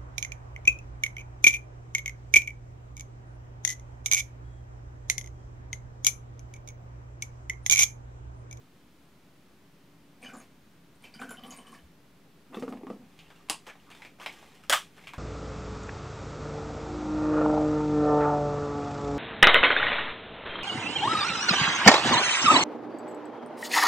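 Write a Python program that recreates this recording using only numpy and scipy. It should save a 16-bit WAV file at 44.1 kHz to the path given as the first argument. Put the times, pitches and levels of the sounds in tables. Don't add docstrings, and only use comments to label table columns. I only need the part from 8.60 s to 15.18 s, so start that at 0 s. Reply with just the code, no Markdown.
import sys
import numpy as np
from scipy import signal
from scipy.fft import rfft, irfft, next_fast_len
from scipy.io import wavfile
from scipy.ndimage import map_coordinates

SR = 44100
rng = np.random.default_rng(int(sys.argv[2]) if len(sys.argv) > 2 else 0)


def natural_amplitude(level_db):
    exponent = np.asarray(level_db, float) / 20
    return 10 ** exponent


def output_pcm(signal):
    pcm = np.clip(np.atleast_2d(signal).T, -1, 1) * 32767
    wavfile.write(sys.argv[1], SR, np.round(pcm).astype(np.int16))


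N = 290222
SPAN = 8192


def unit(x):
    return x / np.sqrt(np.mean(x ** 2) + 1e-20)


def along(points, hz):
    f, v = np.transpose(points)
    return np.interp(np.log(hz + 1), np.log(f + 1), v)


def filtered(x, response):
    m = next_fast_len(x.shape[-1] + 8192)
    spectrum = rfft(x, m) * response(np.fft.rfftfreq(m, 1 / SR))
    return irfft(spectrum, m)[..., :x.shape[-1]]


def causal(db):
    cepstrum = irfft(np.log(natural_amplitude(db) + 1e-6))
    cepstrum[..., 1:SPAN // 2] *= 2
    cepstrum[..., SPAN // 2 + 1:] = 0
    return irfft(np.exp(rfft(cepstrum)))


def shelf(hz, edge_hz):
    return 1 / (1 + (edge_hz / (hz + 1)) ** 4)


def resonances(f, modes):
    total = 0
    for k, (centre, width, db) in enumerate(modes):
        damping = 1j * f * width
        total = total + (-1) ** k * natural_amplitude(db) * damping / (centre * centre - f * f + damping)
    return total


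def ring(hz, life, count):
    turns = hz * np.arange(count) / SR
    return np.sin(2 * np.pi * turns) * natural_amplitude(-60 * turns / life) * (1 - np.exp(-turns / 0.62))


def tones(rows, life):
    return ring(np.transpose(rows)[2][:, None], life, count=SPAN)


def noise(spectrum, db):
    return natural_amplitude(db) * unit(filtered(rng.standard_normal(N), lambda f: natural_amplitude(along(spectrum, f))))


def grains(rate, spread_db):
    strength = rng.standard_normal(N) * natural_amplitude(spread_db * rng.exponential(size=N))
    return unit((rng.random(N) < rate / SR) * strength)


def swells(s, db, rise_s, fall_s):
    s, db, rise_s, fall_s = [np.reshape(v, (-1, 1)) for v in (s, db, rise_s, fall_s)]
    t = np.arange(0, N + 64, 32) / SR - s
    slope = np.where(t < 0, 1 / np.abs(rise_s), -1 / np.abs(fall_s))
    level = (db + 20 * slope * t).max(axis=0)
    return np.interp(np.arange(N), np.arange(len(level)) * 32, level)


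def shiver(count, share, t60, spread):
    t, bins = np.arange(SPAN) / SR, np.linspace(0, 1, SPAN // 2 + 1)
    lags = np.array([np.interp(bins, np.linspace(0, 1, 24), row) for row in rng.random((count, 24))])
    blow = irfft(np.exp(-2j * np.pi * np.cumsum(spread * lags, axis=1) * SR / SPAN))
    blow = blow * (t < .05)
    return blow + share * rng.standard_normal((count, SPAN)) * natural_amplitude(-60 * t / t60)


# (frequency [Hz], t60 [s])
ROOM_DECAY = [(200, 0.18), (1000, 0.17), (3000, 0.21), (8000, 0.19), (14000, 0.15)]


def tails(count):
    hz, t, z = signal.stft(rng.standard_normal((count, SPAN)), SR, nperseg=256)
    decay = natural_amplitude(-60 * t / along(ROOM_DECAY, hz)[:, None])
    tail = signal.istft(z * decay, SR, nperseg=256)[1][:, :SPAN]
    t = np.arange(SPAN) / SR
    tail = tail * np.clip(t / 0.00078, 0, 1) ** 2 * (1 + 0.5 * np.exp(-t / 0.013))
    return tail / np.linalg.norm(tail, axis=1, keepdims=True)


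def placed(rows, shapes, wet_db):
    heard = shapes + natural_amplitude(wet_db) * signal.fftconvolve(shapes, tails(len(rows)), axes=1)[:, :SPAN]
    out = np.zeros(N + SPAN)
    for (s, db, *_), x in zip(rows, heard):
        out[round(s * SR):][:SPAN] += natural_amplitude(db) * x / np.abs(x).max()
    return out[:N]


def roomy(x, wet_db):
    return x + natural_amplitude(wet_db) * signal.fftconvolve(x, tails(1)[0])[:N]


def clicks(rows, spectrum, boom_db, wet_db, wetter):
    hz = np.fft.rfftfreq(SPAN, 1 / SR)
    _, db, bite_db, snap_db = np.transpose(rows)[:, :, None]
    colour = along(spectrum, hz) + boom_db * (1 - shelf(hz, edge_hz=500))
    colour = colour + (bite_db + 6.0) * shelf(hz, edge_hz=1920)
    colour = colour + (snap_db - bite_db + 5.0) * shelf(hz, edge_hz=3350)
    blows = shiver(len(rows), share=0.096, t60=0.0098, spread=0.001595)
    snaps = signal.fftconvolve(blows, causal(colour), axes=1)
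    return placed(rows, snaps[:, :SPAN], wet_db + wetter * (db.max() - db))


# (frequency [Hz], level [dB])
FAN_LINES = [(172.3, -73.5), (285.3, -74), (398.4, -80)]
# (frequency [Hz], density [dB per Hz])
RUMBLE = [(12, -33), (20, -14), (31, -22), (49, -8), (97, -10), (162, -2), (299, -7), (600, -22),
          (780, -29), (1320, -120)]
# (frequency [Hz], density [dB per Hz])
MICROPHONE_HISS = [(240, -28), (400, -5.5), (432, -11), (597, -9.5), (729, -11.5), (1010, -11.5),
                   (1620, -14.5), (3240, -18), (7790, -27), (12200, -28), (15800, -29)]


def air():
    wander = rng.standard_normal((len(FAN_LINES), 60))
    where = np.mgrid[:len(FAN_LINES), :N] * [[[1]], [[8 / SR]]]
    waver = map_coordinates(wander, where, order=1)
    hz, db = np.transpose(FAN_LINES)[:, :, None]
    lines = natural_amplitude(db + 3.5 + 3.5 * waver) * np.sin(2 * np.pi * hz * np.arange(N) / SR + 0.85 * waver)
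    return lines.sum(axis=0) + noise(RUMBLE, -61.5) + noise(MICROPHONE_HISS, -65)


# (pitch [Hz], density [dB per Hz])
FROTH_SIZES = [(290, -47), (500, -19), (680, -9), (758, 1), (900, -7.5), (1530, -23), (1930, -3),
               (3060, -27), (3530, -8.5), (5830, -12), (6740, -13), (7890, -10.5), (10500, -20),
               (15500, -3)]
# (frequency [Hz], width [Hz], level [dB])
RECEIVER_WALL = [(1120, 100, -6.5), (1585, 84, -5.5), (2300, 610, -12.5), (3020, 78, -4.5)]


def froth():
    draw = rng.random((14000, 3))
    hz = 500 * natural_amplitude(28.25 * draw[:, 1:2])
    size = natural_amplitude(along(FROTH_SIZES, hz) - 1.5 * np.log(draw[:, 2:])) * hz
    where = (draw[:, :1] * N).astype(int) + np.arange(300)
    pulses = size * ring(hz, life=5.4, count=300)
    foam = unit(np.bincount(where.ravel(), pulses.ravel())[:N])
    wall = unit(filtered(foam, lambda f: resonances(f, RECEIVER_WALL)))
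    return unit(foam + natural_amplitude(-0.5) * wall)


# (frequency [Hz], width [Hz], level [dB])
BOTTLE_AIR = [(240, 39, -0.5), (452, 64, -8.5), (763, 114, -3)]
# (time [s], level [dB])
ROCKING = [
    (3.9, -57),
    (3.99, -53),
    (4.116, -45.5),
    (4.172, -50),
    (4.364, -51.5),
    (4.45, -60),
    (4.55, -74),
]
# (time [s], strength [dB], plunge depth [dB])
STREAM_SURGES = [(1.638, -48.5, -5.5), (1.69, -49.5, -5.5), (1.745, -50.5, 0), (1.81, -53.5, -6),
                 (2.428, -59, -6), (2.446, -49, -11), (2.546, -52.5, -16), (2.618, -45.5, -2),
                 (2.713, -46, -7.5), (2.79, -54.5, -4.5), (2.85, -48.5, -3), (2.92, -46, -8),
                 (2.99, -50.5, -9), (3.075, -50, -9), (3.138, -49, -10.5), (3.19, -59, -10),
                 (3.95, -48.5, -18), (4.03, -53, -21), (4.085, -56, -25), (4.13, -53.5, -23),
                 (4.305, -55.5, -21)]


def stream():
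    drops = grains(rate=900, spread_db=1.0)
    lowest, higher = BOTTLE_AIR[:1], BOTTLE_AIR[1:]
    hollow = unit(filtered(drops, lambda f: resonances(f, lowest) * (1 - shelf(f, edge_hz=680))))
    gurgle = unit(filtered(drops, lambda f: resonances(f, higher) * (1 - shelf(f, edge_hz=1400))))
    s, db = np.transpose(ROCKING)
    rocking_db = np.interp(np.arange(N) / SR, s, db, -120, -120)
    out = natural_amplitude(rocking_db - 4.5) * (hollow + 0.23 * gurgle)
    s, db, deep_db = np.transpose(STREAM_SURGES)
    rise_s = 0.043
    out = out + natural_amplitude(swells(s, db - 10.0, rise_s, fall_s=0.084)) * froth()
    out = out + natural_amplitude(swells(s, db + deep_db - 5.5, rise_s, fall_s=0.18)) * hollow
    out = out + natural_amplitude(swells(s, db + deep_db - 5.0, rise_s, fall_s=0.054)) * gurgle
    return roomy(out, wet_db=2.0)


# (start [s], end [s], pitch [Hz], width [Hz], level [dB])
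SINGING_MODES = [(1.63, 1.71, 2380, 260, -61), (1.66, 1.8, 1550, 220, -63.5), (1.73, 1.82, 1200, 190, -66),
                 (1.64, 1.825, 715, 240, -65.5), (2.59, 2.73, 1490, 240, -60.5), (2.6, 2.74, 690, 140, -64),
                 (2.84, 2.94, 1100, 240, -63), (2.98, 3.01, 1070, 180, -63),
                 (3.075, 3.16, 1130, 180, -62.5), (3.93, 3.95, 1200, 700, -52), (3.97, 4.12, 246, 66, -53),
                 (3.04, 3.2, 1700, 200, -66.5), (5.4, 5.445, 906, 140, -61.5), (6.39, 6.46, 2150, 600, -65),
                 (5.27, 5.33, 1160, 300, -62), (4.705, 4.73, 1170, 400, -62.5), (4.8, 4.83, 1180, 250, -68),
                 (1.645, 1.69, 6300, 250, -66), (1.8, 1.825, 6600, 250, -65), (1.64, 1.69, 4900, 300, -66),
                 (1.64, 1.675, 3000, 120, -60), (1.74, 1.79, 7000, 700, -65), (1.77, 1.8, 9000, 900, -64),
                 (2.69, 2.725, 3050, 150, -61), (2.845, 2.87, 3050, 150, -61), (2.99, 3.03, 3050, 150, -64),
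                 (3.07, 3.11, 3050, 150, -64), (6.365, 6.395, 1500, 900, -59), (5.665, 5.7, 2200, 700, -50),
                 (5.6, 5.7, 1100, 500, -58), (6.49, 6.52, 2300, 400, -60), (5.945, 5.99, 2900, 900, -68),
                 (4.62, 4.68, 2800, 440, -68), (4.905, 4.945, 900, 350, -49),
                 (4.905, 4.945, 2700, 500, -51), (5.09, 5.125, 1760, 820, -55),
                 (6.133, 6.16, 1200, 160, -33)]


def singing():
    t, drops = np.arange(N) / SR, grains(rate=1500, spread_db=1.6)
    out = np.zeros(N)
    for start, end, hz, width, db in SINGING_MODES:
        on = slice(round((start - .02) * SR), round((end + .06) * SR))
        attack = np.clip((t[on] - start) / 0.0089 + 1, 0, 1)
        release = natural_amplitude(-np.maximum(t[on] - end, 0) * 710)
        tone = unit(filtered(drops[on], lambda f: resonances(f, [(hz, width, 0)]) ** 2))
        out[on] += natural_amplitude(db) * attack * release * tone
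    return out


# (pitch [Hz], [(time [s], peak [dB]), ..])
LARGE_BUBBLES = [
    (650, [(3.931, -48)]),
    (1110, [(1.735, -46), (1.7495, -42), (1.8155, -62), (2.7937, -48.5), (2.8423, -50), (2.8818, -47), (2.9224, -46), (2.9901, -48.5), (3.048, -51), (3.0772, -57), (3.1266, -45), (3.145, -52)]),
    (1300, [(3.945, -46), (4.3, -48)]),
    (1500, [(1.6865, -46.5), (1.7014, -45), (1.774, -54), (2.547, -53), (2.5975, -42.5), (2.6165, -32.5), (2.645, -46), (2.6574, -45), (2.6906, -41.5), (2.7087, -39), (2.746, -51)]),
    (1780, [(1.647, -44), (3.06, -56), (3.146, -53)]),
]
MIDDLE_BUBBLES = [
    (2360, [(1.628, -41), (1.6372, -45), (1.6985, -47), (2.4404, -45), (2.4685, -58), (2.5391, -55), (2.593, -43), (2.929, -55)]),
    (3038, [(1.636, -50), (1.659, -41), (2.44, -47), (2.5564, -51), (2.614, -46.5), (2.6903, -50), (2.771, -44), (2.836, -42.5), (2.907, -48.5), (2.9866, -49), (3.0686, -50.5), (3.1876, -56.5)]),
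    (2625, [(2.452, -47), (2.47, -56), (3.934, -55), (3.944, -48)]),
    (3510, [(3.945, -41), (2.838, -49.5)]),
    (4790, [(1.637, -58), (2.5405, -42.5), (2.793, -57.5), (2.925, -47)]),
]
FINE_BUBBLES = [
    (6660, [(1.6494, -56), (1.738, -56), (1.8013, -54), (2.9072, -37), (2.9179, -42)]),
    (7220, [(1.736, -49.5), (2.6004, -48), (2.6933, -45), (2.7072, -44)]),
    (8800, [(1.6207, -52), (1.63, -47), (1.77, -51.5), (2.4234, -53), (2.6239, -49), (2.8674, -50), (2.545, -54), (2.355, -61), (2.9644, -44.5), (2.9743, -41.5), (3.069, -53), (3.121, -52)]),
    (10300, [(1.7694, -52), (1.785, -51), (2.6145, -51), (2.6918, -49), (2.7077, -40), (2.7197, -40), (2.8787, -49), (2.8994, -47)]),
    (13100, [(2.693, -52), (2.708, -46), (2.836, -50), (2.908, -52)]),
]


def bubbles():
    sizes = LARGE_BUBBLES + MIDDLE_BUBBLES + FINE_BUBBLES
    rows = [(s, db, hz) for hz, times in sizes for s, db in times]
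    hz = np.transpose(rows)[2][:, None]
    scatter = .009 * np.where(hz < 2000, 3, 1)
    hz = hz * (1 + scatter * rng.standard_normal((len(rows), 1)))
    life = np.where(hz < 3300, 93 * (hz / 3000) ** 1.2, 52)
    return placed(rows, ring(hz, life, count=SPAN), wet_db=2.5)


# (time [s], peak [dB], pitch [Hz])
STANDING_AIR = [(1.633, -50, 245), (1.693, -48, 213), (1.743, -48, 222), (1.813, -51.5, 234),
                (2.559, -43, 223), (2.616, -40, 260), (2.688, -43.5, 221), (2.709, -43.5, 240),
                (2.791, -49.5, 217), (2.836, -46.5, 228), (2.898, -43.5, 261), (2.982, -51, 242),
                (3.108, -49, 229)]
TIPPED_AIR = [
    (3.97, -31, 230),
    (4.024, -30.5, 262),
    (4.078, -35.5, 259),
    (4.123, -42, 280),
    (4.165, -44, 281),
    (4.234, -41, 270),
    (4.267, -36, 265),
    (4.301, -33, 217.5),
    (4.344, -44, 215),
]
TIPPED_OVERTONES = [(3.945, -51, 420), (3.979, -37, 465), (4.031, -29.5, 468), (4.079, -36, 472),
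                    (4.133, -37, 472), (4.235, -41, 404), (4.274, -40, 395), (4.302, -35.5, 476),
                    (3.971, -39, 351), (4.079, -39, 400), (4.302, -40, 341), (4.235, -43, 330)]


def bottle_air():
    lowest = STANDING_AIR + TIPPED_AIR
    out = placed(lowest, tones(lowest, life=26), wet_db=-7.0)
    out = out + placed(TIPPED_OVERTONES, tones(TIPPED_OVERTONES, life=30), wet_db=-4)
    return natural_amplitude(-3.0) * out


# (time [s], peak [dB], pitch [Hz])
WALL_KNOCKS = [(4.8865, -50, 1100), (4.898, -41, 299), (4.898, -31, 1036), (4.899, -38, 840),
               (4.898, -26.5, 2840), (4.928, -37, 2770), (6.176, -29.5, 1240), (6.122, -26, 1480),
               (6.097, -26.5, 563), (6.104, -28.5, 621), (6.127, -29, 660), (6.128, -27, 1450),
               (6.131, -24, 1800), (6.134, -27.5, 915), (6.097, -20, 3250), (6.134, -20, 3400),
               (6.535, -36.5, 1025), (6.471, -48, 2200), (6.479, -39, 2220), (5.662, -31, 2130),
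               (5.662, -29.5, 2960), (4.268, -40.5, 1100), (4.079, -43, 1300), (3.971, -50, 1250),
               (6.132, -24, 2060), (6.103, -24, 2010), (6.097, -26, 2750), (6.124, -25, 3200),
               (6.184, -36, 3300), (6.125, -23, 1720), (6.539, -41, 1670), (6.535, -46, 4000),
               (6.491, -45, 2450), (6.553, -46, 1520), (6.471, -45, 3100), (5.1, -48, 2800),
               (4.703, -50, 3100), (5.2, -52, 3000), (5.42, -50, 3500), (5.314, -47, 2400),
               (2.596, -46.5, 760), (2.62, -42.5, 1010), (4.304, -42, 1200), (4.081, -43, 1180)]


def knocks():
    return placed(WALL_KNOCKS, tones(WALL_KNOCKS, life=21.0), wet_db=-2.0)


# (time [s], peak [dB], second mode [dB], slap above 900 Hz [dB])
WATER_SLAPS = [(2.617, -33, -9, -2), (2.709, -37, -6, -8), (3.943, -31.5, -8, -11), (3.97, -27.5, -15, -22),
               (4.024, -29, -16, -14), (4.033, -29.5, 3.5, -16), (4.078, -31, -8, -13),
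               (4.124, -32, -4, -9.5), (4.132, -36, 4, -18), (4.171, -41, -1, -7), (4.21, -41.5, 1, -22),
               (4.233, -38.5, -5, -16), (4.268, -35, -13, -13.5), (4.3, -31.5, -5, -20),
               (4.31, -38, 3, -17), (4.359, -46, -26, -26)]
# (frequency [Hz], density [dB per Hz])
SLAP_COLOUR = [(59, -17), (100, -14), (173, -13.5), (259, -12.5), (327, -9.5), (469, -5), (618, -14),
               (764, -6.5), (944, -15), (1190, -8), (1540, -19), (2110, -18.5), (4620, -35.5),
               (8550, -42.5), (15800, -69)]


def glugs():
    hz = np.fft.rfftfreq(SPAN, 1 / SR)
    _, _, second_db, slap_db = np.transpose(WATER_SLAPS)[:, :, None]
    colour = along(SLAP_COLOUR, hz) + (second_db + 4) * shelf(hz, edge_hz=360)
    colour = colour + (slap_db - second_db + 2) * shelf(hz, edge_hz=900)
    colour = colour + 0.5 * shelf(hz, edge_hz=3500)
    colour = colour - 25 * (1 - shelf(hz, edge_hz=128))
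    blows = shiver(len(WATER_SLAPS), share=0.061, t60=0.048, spread=0.00405)
    slaps = signal.fftconvolve(blows, causal(colour), axes=1)
    return placed(WATER_SLAPS, slaps[:, :SPAN], wet_db=-2.5)


# (time [s], peak [dB], pitch [Hz], life [cycles])
TABLE_PUSHES = [
    (3.23, -52, 74.5, 8),
    (4.899, -52, 122, 3.6),
    (5.521, -47, 403, 3.6),
    (6.11, -50, 55, 3.6),
]


def thumps():
    life = np.transpose(TABLE_PUSHES)[3][:, None]
    return placed(TABLE_PUSHES, tones(TABLE_PUSHES, life), wet_db=-5)


# (time [s], peak [dB], bite above 1.9 kHz [dB], snap above 3.4 kHz [dB])
WALL_CLICKS = [(4.59, -40, 12, -5.5), (4.703, -41.5, -7, -21), (4.759, -51.5, 3, -11),
               (5.067, -38.5, -15, -21), (5.079, -37, -17, -22), (5.089, -37, -8, -23),
               (5.099, -39, -7, -20), (5.153, -47.5, -24, -29), (5.303, -41, -11, -16),
               (5.314, -39, 4, -13), (5.349, -43, -1, -11), (5.42, -37.5, 5, -22), (5.449, -33, -4, -24.5),
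               (5.587, -49, -24, -23), (5.599, -36.5, -15, -27), (5.614, -33.5, -8, -22),
               (5.632, -37, -3, -15), (5.661, -23.5, 4, -17.5), (5.668, -32, 0, -18), (5.725, -42, 0, 5),
               (5.826, -42, -30, -21.5), (5.949, -51.5, -6, 0), (6.037, -42, -5, -12),
               (6.378, -45.5, -5, -23), (6.409, -51, 10, -10), (6.471, -33, 5, -17), (6.478, -38, 2, -12),
               (6.491, -42.5, 8, -16), (6.535, -33, -14, -23), (6.345, -55, 8, -8), (6.439, -45, 5, -20),
               (5.7, -53, -8, -20), (5.372, -50, 0, -8)]
NECK_SPITS = [
    (3.996, -44.5, 11, 22),
    (4.091, -51, 14, 30),
]
# (frequency [Hz], density [dB per Hz])
PLASTIC_COLOUR = [(120, -55), (200, -5), (817, -4.5), (1040, -4.5), (1900, -7.5), (2280, -3.5),
                  (2630, -7.5), (3220, -10), (4480, -19), (7070, -23.5), (15800, -36.5)]


def wall_clicks():
    rows = [(s, db, bite, snap + 9) for s, db, bite, snap in WALL_CLICKS + NECK_SPITS]
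    return clicks(rows, PLASTIC_COLOUR, boom_db=-8.5, wet_db=2.0, wetter=0.18)


# (time of peak [s], level [dB], rise [s per 20 dB], fall [s per 20 dB])
RUB_STROKES = [
    (4.61, -61, 0.36, 1.1),
    (5.074, -44, 0.023, 0.01),
    (5.46, -55, 0.46, -0.1),
    (5.605, -49, .02, 0.7),
    (5.7, -63.5, .1, 0),
    (6.04, -64, .02, -4.5),
    (6.385, -57.5, 0.12, 1.5),
    (6.383, -53, .06, .03),
    (6.5, -62, 0.11, -0.5),
]
CRACKLES = [
    (4.901, -45, .005, 0.041),
    (6.099, -30, .002, .06),
    (6.131, -24.5, 0.013, 0.061),
]


def creak():
    db, fizz_db = swells(*np.transpose(RUB_STROKES)), swells(*np.transpose(CRACKLES))
    ticks = filtered(grains(rate=2500, spread_db=-0.5), lambda f: natural_amplitude(along(PLASTIC_COLOUR, f)))
    dull = filtered(ticks, lambda f: 1 - shelf(f, edge_hz=4500))
    bright = (natural_amplitude(db - 6) + natural_amplitude(fizz_db)) * unit(ticks - dull)
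    return roomy(natural_amplitude(-6.5) * (natural_amplitude(db) * unit(dull) + bright), wet_db=-3.0)


# (time [s], peak [dB], bite above 1.9 kHz [dB], snap above 3.4 kHz [dB])
CAP_BLOWS = [
    (4.8865, -40, -6, -19.5),
    (4.8978, -14, -14.5, -6),
    (4.9043, -25.5, -2, -13),
]
# (frequency [Hz], density [dB per Hz])
CAP_SPECTRUM = [(88, -37), (150, -16), (285, -4.5), (713, -6), (801, -4.5), (1010, -0.5), (1750, -11),
                (2630, 0.5), (3590, -11), (5000, -11), (5520, -17), (9900, -9.5), (11500, -19),
                (15800, -30)]


def cap():
    return clicks(CAP_BLOWS, CAP_SPECTRUM, boom_db=-2, wet_db=0.5, wetter=0.19)


# (time [s], peak [dB], bite above 1.9 kHz [dB], snap above 3.4 kHz [dB])
DENT_SNAPS = [
    (6.0968, -10.5, 8.5, 3.5),
    (6.1042, -13.5, -2.5, -8.5),
    (6.112, -26, 2, -7),
    (6.1225, -18, 1, -15),
    (6.1268, -6.5, -6, -9),
    (6.131, -15.5, 5, -23),
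    (6.1345, -11.5, 3, -12),
]
# (frequency [Hz], density [dB per Hz])
DENT_SPECTRUM = [(88, -81), (150, -33), (291, -18.5), (430, -17.5), (610, -8), (919, -5), (1010, -6.5),
                 (1210, 3), (1360, -4.5), (1710, -0.5), (2300, -10.5), (3250, -3.5), (3850, -15.5),
                 (5200, -16.5), (8470, -17.5), (15800, -29.5)]


def dent():
    return clicks(DENT_SNAPS, DENT_SPECTRUM, boom_db=5.0, wet_db=1.5, wetter=0.11)


def scene():
    water = stream() + singing() + bubbles() + bottle_air() + knocks() + glugs()
    plastic = wall_clicks() + creak() + cap() + dent()
    mid = air() + water + thumps() + plastic
    return np.array([mid, mid])


def roll_off(x):
    return signal.sosfilt(signal.butter(12, 16680, fs=SR, output="sos"), x)


# (frequency [Hz], density [dB per Hz])
AMPLIFIER_HISS = [(12, -37), (20, -9), (158, -2), (203, -1), (386, -1.5), (469, -0.5), (1320, -4),
                  (1740, -5), (2960, -6.5), (13400, -19), (15800, -17)]


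def record(dry):
    both = dry + [[1], [-1]] * noise(AMPLIFIER_HISS, -71)
    limited = filtered(both, lambda f: np.clip((15870 - f) / 300, 0, 1))
    return roll_off(limited - .0009)


dry = scene()
out = record(dry)
output_pcm(out)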